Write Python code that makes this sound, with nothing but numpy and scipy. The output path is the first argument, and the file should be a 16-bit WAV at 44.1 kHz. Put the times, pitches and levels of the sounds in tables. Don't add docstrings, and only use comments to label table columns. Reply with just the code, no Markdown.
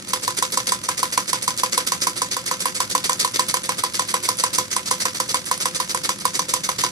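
import sys
import numpy as np
from scipy import signal
from scipy.fft import rfft, irfft, next_fast_len
from scipy.io import wavfile
from scipy.ndimage import uniform_filter1d

SR = 44100
rng = np.random.default_rng(int(sys.argv[2]) if len(sys.argv) > 2 else 0)


def wrap_up_sound(samples):
    columns = np.atleast_2d(samples).T
    tamed = np.clip(columns, -1, 1)
    steps = np.round(tamed * 32767).astype(np.int16)
    wavfile.write(sys.argv[1], SR, steps)


N = 304819

# (time [s], relative level of the blow [dB], relative level of the rattle before it [dB])
STROKES = [(0.1338, -18, -29), (0.2781, -17, -26), (0.4246, -17, -23.5), (0.5733, -17, -23),
           (0.7204, -16.5, -21.0), (0.8881, -17.5, -30.5), (1.0297, -17, -24.5), (1.1763, -16.5, -20.5),
           (1.3306, -17.5, -23), (1.4783, -17.0, -25.5), (1.6339, -17.5, -22), (1.777, -16, -21),
           (1.92, -17.5, -21.5), (2.0697, -15.5, -21), (2.2181, -18.0, -23.5), (2.3667, -20, -24.5),
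           (2.5125, -18.5, -22.5), (2.6559, -17, -23), (2.803, -17, -26), (2.9507, -15.5, -24),
           (3.095, -15.5, -20.0), (3.247, -17.5, -19.5), (3.3933, -15, -22.5), (3.541, -17.0, -22),
           (3.6918, -17.5, -27), (3.8366, -17, -25.5), (3.994, -17.5, -23.5), (4.1406, -16.5, -25.5),
           (4.2879, -17.0, -21.5), (4.4374, -16, -23), (4.5845, -15.5, -21.5), (4.7644, -18, -22.5),
           (4.9115, -16, -26), (5.0541, -17.5, -22.5), (5.201, -17.5, -26), (5.3435, -17.0, -24),
           (5.513, -17.0, -27), (5.656, -17, -22.5), (5.8004, -18.5, -23.5), (5.9468, -18.0, -24.5),
           (6.0915, -17.5, -23.5), (6.253, -16.5, -32.5), (6.3928, -18.5, -23), (6.5376, -17.0, -23.5),
           (6.6898, -18.5, -24.5), (6.8371, -15.5, -22.5)]
# (frequency [Hz], relative level [dB], t60 [s], rise constant [s])
BLOCK_MODES = [(292, -22, 0.13, 0.004), (358, -24, 0.14, 0.004), (490, -12, 0.11, 0.012),
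               (510, -10.2, 0.18, 0.0119), (532, -26.1, 0.119, 0.0002), (815, -23, 0.127, 0.0013),
               (986, -14.8, 0.119, 0.012), (1028, 4.7, 0.044, 0.0012), (1013, -12.8, 0.182, 0.0057),
               (1077, -2.3, 0.052, 0.0008), (1185, -10.5, 0.06, 0.0008), (1255, -21.2, 0.085, 0.0007),
               (1382, 0.5, 0.016, 0.0033), (1892, -0.0, 0.01, 0.0007), (2110, -8, 0.03, 0.001),
               (2200, -17, 0.079, 0.0027)]
# (delay [s], level against the knock [dB])
NEAR_ECHOES = [(0.00623, -14.8), (0.01111, -14.7), (0.02791, -24.5)]
# (time [s], relative level [dB])
HARD_CLICKS = [(0.0907, -18), (0.5212, -13), (1.4277, -9.5), (1.5755, -8.5), (2.7517, -12.5), (3.131, -4),
               (3.486, -10), (3.7853, -20), (4.0901, -19), (5.468, -16)]
# (frequency [Hz], width [Hz], height over the broad colour at ring 1 [dB])
TIN_RESONANCES = [(510, 30, 3), (1005, 60, 4), (1270, 80, 5), (1950, 60, 2), (2100, 40, 2), (2210, 50, 4),
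                  (3460, 70, 2), (4545, 100, 4), (4880, 90, 6), (5680, 110, 3), (6070, 70, 8),
                  (6680, 45, 4), (7850, 90, 5.5), (8680, 70, 4), (10950, 120, 4), (12780, 110, 7)]
# (frequency [Hz], relative level [dB])
CRACK_COLOUR = [(60, -32), (180, -11), (700, -18), (1500, -3.5), (2700, -5.5), (3800, 1.5), (6000, 1.5),
                (7300, 3), (9200, 3.5), (11500, -3.5), (13300, -7.5), (14400, -12), (15500, -27)]
# (frequency [Hz], relative level [dB])
RATTLE_COLOUR = [(60, -30), (130, -7), (380, 2), (520, 0), (700, -8), (900, -6.5), (1300, -2), (2000, 1.5),
                 (2900, -1), (4100, 4), (6000, 2), (9000, 1.5), (12000, -9), (15000, -16)]
# (frequency [Hz], relative level [dB])
CLATTER_COLOUR = [(70, -17.5), (300, -6.5), (800, -4.5), (1400, 0.5), (2800, -1), (4800, 0), (7000, -1),
                  (10000, -6), (12500, -13), (15000, -29)]
# (frequency [Hz], relative level [dB])
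RUMBLE_COLOUR = [(20, -23), (55, -15), (85, -10.5), (115, 3), (150, -6.5), (190, 3), (250, -15.5),
                 (290, -1), (335, -10), (365, 3), (420, -41), (520, -3.5), (750, -30), (2000, -50.5)]
# (time [s], rate [turns/s])
SHAFT_SPEED = [(0, 20.3), (.75, 19), (1.25, 19.35), (1.748, 19.46), (3.252, 19.52), (5, 20), (6.902, 15.6)]
# (shaft order [multiple of the turning rate], relative level [dB])
HUM_ORDERS = [(4, -65), (5, -65), (6, -66), (8, -60), (9, -53), (10, -57), (11, -65), (12, -53), (13, -65),
              (15, -64), (16, -64), (24, -66)]
# (frequency [Hz], t60 [s])
ROOM_DECAY = [(150, 0.16), (1000, 0.15), (5000, 0.13), (14000, 0.14)]
# (frequency [Hz], left minus right [dB])
MIC_BALANCE = [(60, -4), (110, -1), (200, 3.5), (380, 0.5), (700, -1.5), (2400, -0.5), (4400, -1),
               (6300, 0.5), (8100, -5.5), (11000, -8), (15000, -3)]
# (frequency [Hz], level [dB])
TREBLE_ROLLOFF = [(14500, 0), (15100, -15), (16400, -24)]

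BOUNCE_S, BOUNCE_VARY_S, BOUNCE_VARY_DB, BOUNCE_KNOCK_DB = 0.0272, 0.0011, 2.6, -22
SWING_LEAD_S, SWING_RISE_S, SWING_HOLD_S, SWING_FALL_DB_PER_S = 0.059, 0.0077, 0.02, 720
SWING_START_VARY_S, SWING_HOLD_VARY_S = 0.0013, 0.0034
LEAD_IN_S, LEAD_IN_HALF_S, LEAD_IN_DB = 0.0021, 0.0019, -13
CHATTER_FALL_DB_PER_S, CHATTER_VARY_DB = 284, 0.7
CATCH_LEAD_S, CATCH_VARY_S, CATCH_DB, CATCH_VARY_DB = 0.053, 0.011, -21, 2.5
SQUEAK_HZ, SQUEAK_VARY_OCTAVES = 9560, 0.23
BASS_EDGE_HZ = 103
EXTRA_PATH_S = 0.000185
TOP_HZ = 16450


def amp(db):
    return 10 ** (np.asarray(db) / 20)


def unit(x):
    return x / np.sqrt(np.mean(x ** 2) + 1e-20)


def along(points, hz):
    f, value = np.transpose(points)
    return np.interp(np.log(hz + 1), np.log(f), value)


def filtered(x, response):
    size = next_fast_len(N + SR // 2)
    hz = np.fft.rfftfreq(size, 1 / SR)
    return irfft(rfft(x, size) * response(hz), size)[..., :N]


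def add(track, s, sound):
    start = max(round(s * SR), 0)
    target = track[..., start:start + sound.shape[-1]]
    target += sound[..., :target.shape[-1]]


def spread(make, apart):
    shared = make()
    own = np.array([make(), make()])
    return unit(shared + apart * own)


def contacts(rate, scatter_db, apart):
    def impacts():
        struck = rng.random(N) < rate / SR
        sign = rng.choice([-1, 1], N)
        return struck * sign * amp(scatter_db * rng.standard_normal(N))
    return spread(impacts, apart)


def tin(x, colour, ring, size=8192):
    hz = np.fft.rfftfreq(size, 1 / SR)
    peaks = sum((amp(db) ** 2 - 1) / (1 + (2 * (hz - f) / width) ** 2) for f, width, db in TIN_RESONANCES)
    magnitude = amp(along(colour, hz)) * np.sqrt(1 + np.abs(ring * peaks))
    cepstrum = irfft(np.log(magnitude))
    cepstrum[1:size // 2] *= 2
    cepstrum[size // 2 + 1:] = 0
    answer = irfft(np.exp(rfft(cepstrum)))
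    answer = answer / np.linalg.norm(answer)
    return signal.fftconvolve(x, answer[None], axes=1)[:, :N]


def second_landings():
    chance = rng.standard_normal((len(STROKES), 2))
    return [(s + BOUNCE_S + BOUNCE_VARY_S * late, blow_db + BOUNCE_VARY_DB * hard)
            for (s, blow_db, _), (late, hard) in zip(STROKES, chance)]


def knocks(landings, level_db, vary_db):
    out, t = np.zeros(N), np.arange(SR // 4) / SR
    hz, db, t60, rise = np.transpose(BLOCK_MODES)[:, :, None]
    for (s, blow_db, _), (landing_s, landing_db) in zip(STROKES, landings):
        strength = db + vary_db * rng.standard_normal(db.shape)
        envelope = amp(strength - 60 * t / t60) * (1 - np.exp(-t / rise))
        knock = (envelope * np.sin(2 * np.pi * hz * t)).sum(0)
        for delay, echo_db in [(0, 0), *NEAR_ECHOES]:
            add(out, s + delay, amp(blow_db + level_db + echo_db) * knock)
        add(out, landing_s, amp(landing_db + level_db + BOUNCE_KNOCK_DB) * knock)
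    return np.array([out, out])


def cracks(level_db, t60, fresh, apart, ring, linger):
    out, t = np.zeros((2, N)), np.arange(SR // 25) / SR

    def scatter():
        return spread(lambda: rng.uniform(-0.87, 1, len(t)), apart)

    usual = scatter() * amp(-60 * t / 0.025)
    for s, blow_db, _ in STROKES:
        grind_s = linger * rng.uniform(0.14, 1.0)
        fade_db = -60 * np.maximum(t - grind_s, 0) / t60
        mix = (usual + fresh * scatter()) / np.hypot(1, fresh)
        add(out, s, amp(blow_db + level_db) * mix * amp(fade_db))
    return tin(out, CRACK_COLOUR, ring)


def bounces(landings, level_db, t60, ring):
    out, t = np.zeros((2, N)), np.arange(SR // 60) / SR
    for s, db in landings:
        grit = spread(lambda: rng.uniform(-1.05, 1, len(t)), apart=0.67)
        add(out, s, amp(db + level_db - 60 * t / t60) * grit)
    return tin(out, CLATTER_COLOUR, ring)


def linkage(swing_db, settle_db, lumpy_db, ring):
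    swing, settle, t = np.zeros(N), np.zeros(N), np.arange(SR // 10) / SR
    swell = np.minimum(t / SWING_RISE_S, 1) ** 2
    lead_in = np.exp(-(t / LEAD_IN_HALF_S - 2) ** 2)
    chance = rng.standard_normal((len(STROKES), 3))
    for (s, blow_db, rattle_db), (late, longer, harder) in zip(STROKES, chance):
        hold_end = SWING_RISE_S + SWING_HOLD_S + SWING_HOLD_VARY_S * longer
        fall_db = SWING_FALL_DB_PER_S * np.maximum(t - hold_end, 0)
        swing_start = s - SWING_LEAD_S + SWING_START_VARY_S * late
        add(swing, swing_start, swell * amp(rattle_db + swing_db - fall_db))
        add(swing, s - LEAD_IN_S - 2 * LEAD_IN_HALF_S, amp(blow_db + LEAD_IN_DB) * lead_in)
        chatter_db = blow_db + settle_db + CHATTER_VARY_DB * harder
        add(settle, s, amp(chatter_db - CHATTER_FALL_DB_PER_S * t))
    lumps = unit(uniform_filter1d(rng.standard_normal(N), size=170))
    clumps = unit(amp(lumpy_db * lumps))
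    swing_hits = swing * clumps * contacts(rate=7000, scatter_db=5.0, apart=0.94)
    rattle = tin(swing_hits, RATTLE_COLOUR, ring)
    settle_hits = settle * clumps * contacts(rate=6000, scatter_db=1.5, apart=1.0)
    return rattle + tin(settle_hits, CLATTER_COLOUR, ring)


def squeaks_and_clicks(level_db, width, body_db, t60, ring):
    squeaks, clicks = np.zeros(N), np.zeros(N)
    t = np.arange(SR // 80) / SR
    chance = rng.standard_normal((len(STROKES), 2, 2))
    weak = [(s - CATCH_LEAD_S + CATCH_VARY_S * late, CATCH_DB + CATCH_VARY_DB * hard)
            for (s, *_), draws in zip(STROKES, chance) for late, hard in draws]
    for s, db in [*HARD_CLICKS, *weak]:
        hz = SQUEAK_HZ * 2 ** (SQUEAK_VARY_OCTAVES * rng.standard_normal())
        window = np.exp(-(t / width - 4) ** 2)
        add(squeaks, s, amp(db + level_db) * window * np.sin(2 * np.pi * hz * t))
        add(clicks, s, amp(db + body_db - 60 * t / t60) * rng.standard_normal(len(t)))
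    return squeaks + tin(clicks[None], CRACK_COLOUR, ring)


def recoloured(x, patchy_db):
    z = signal.stft(x, nperseg=256)[2]
    field = rng.standard_normal(z.shape[1:])
    field = uniform_filter1d(field, size=14, axis=0)
    field = uniform_filter1d(field, size=6, axis=1)
    gain = unit(amp(patchy_db * unit(field)))
    return signal.istft(z * gain, nperseg=256)[1][:, :N]


def engine(hum_db, rumble_db, tick_db, throb_db, ring):
    turns = np.cumsum(np.interp(np.arange(N) / SR, *np.transpose(SHAFT_SPEED))) / SR
    hum = sum(amp(db + hum_db) * np.sqrt(2) * np.sin(2 * np.pi * (order * turns + rng.random()))
              for order, db in HUM_ORDERS)
    reversal = unit(amp(throb_db * np.cos(2 * np.pi * turns) ** 20))
    noise = spread(lambda: rng.standard_normal(N), apart=0.65)
    rumble = unit(filtered(noise, lambda hz: amp(along(RUMBLE_COLOUR, hz))))
    rod_hits = reversal * contacts(rate=9000, scatter_db=2.0, apart=1.0)
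    ticks = tin(rod_hits, CLATTER_COLOUR, ring)
    return hum + amp(rumble_db) * rumble, amp(tick_db) * ticks


def room(x, delay):
    hz, t, z = signal.stft(rng.standard_normal((2, SR // 3)), SR, nperseg=256)
    decay = amp(-60 * t / along(ROOM_DECAY, hz)[:, None])
    tail = signal.istft(z * decay, SR, nperseg=256)[1]
    tail = np.pad(tail / np.linalg.norm(tail[0]), ((0, 0), (round(abs(delay) * SR), 0)))
    return signal.fftconvolve(x, tail, axes=1)[:, :N]


def scene():
    landings = second_landings()
    block = knocks(landings, level_db=2.5, vary_db=1.76)
    metal = cracks(level_db=3.5, t60=0.031, fresh=0.96, apart=0.72, ring=0.99, linger=0.0033)
    metal = metal + linkage(swing_db=1.0, settle_db=-4.5, lumpy_db=2.0, ring=1.73)
    metal = metal + squeaks_and_clicks(level_db=0.0, width=0.00023, body_db=-12.5, t60=0.025, ring=1.0)
    metal = metal + bounces(landings, level_db=-4.5, t60=0.02, ring=1.0)
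    metal = recoloured(metal, patchy_db=1.5)
    drone, ticks = engine(hum_db=0.5, rumble_db=-43.0, tick_db=-38, throb_db=10.5, ring=0.37)
    near = filtered(block + metal + ticks, lambda hz: (1j * hz / (1j * hz + BASS_EDGE_HZ)) ** 2)
    left = filtered(near[0], lambda hz: np.exp(-2j * np.pi * hz * EXTRA_PATH_S))
    near = np.array([left, near[1]])
    metal_tail = amp(-8.5) * room(metal, delay=0.004)
    block_tail = amp(-24) * room(block, delay=0.012)
    return near + drone + metal_tail + block_tail


def record(dry):
    half_each = np.array([[0.5], [-0.5]])
    x = filtered(dry, lambda hz: amp(along(TREBLE_ROLLOFF, hz) + along(MIC_BALANCE, hz) * half_each))
    x = x / (1 + np.abs(x / 0.86) ** 8) ** (1 / 8)
    return filtered(x, lambda hz: hz < TOP_HZ)


dry = scene()
out = record(dry)
wrap_up_sound(out)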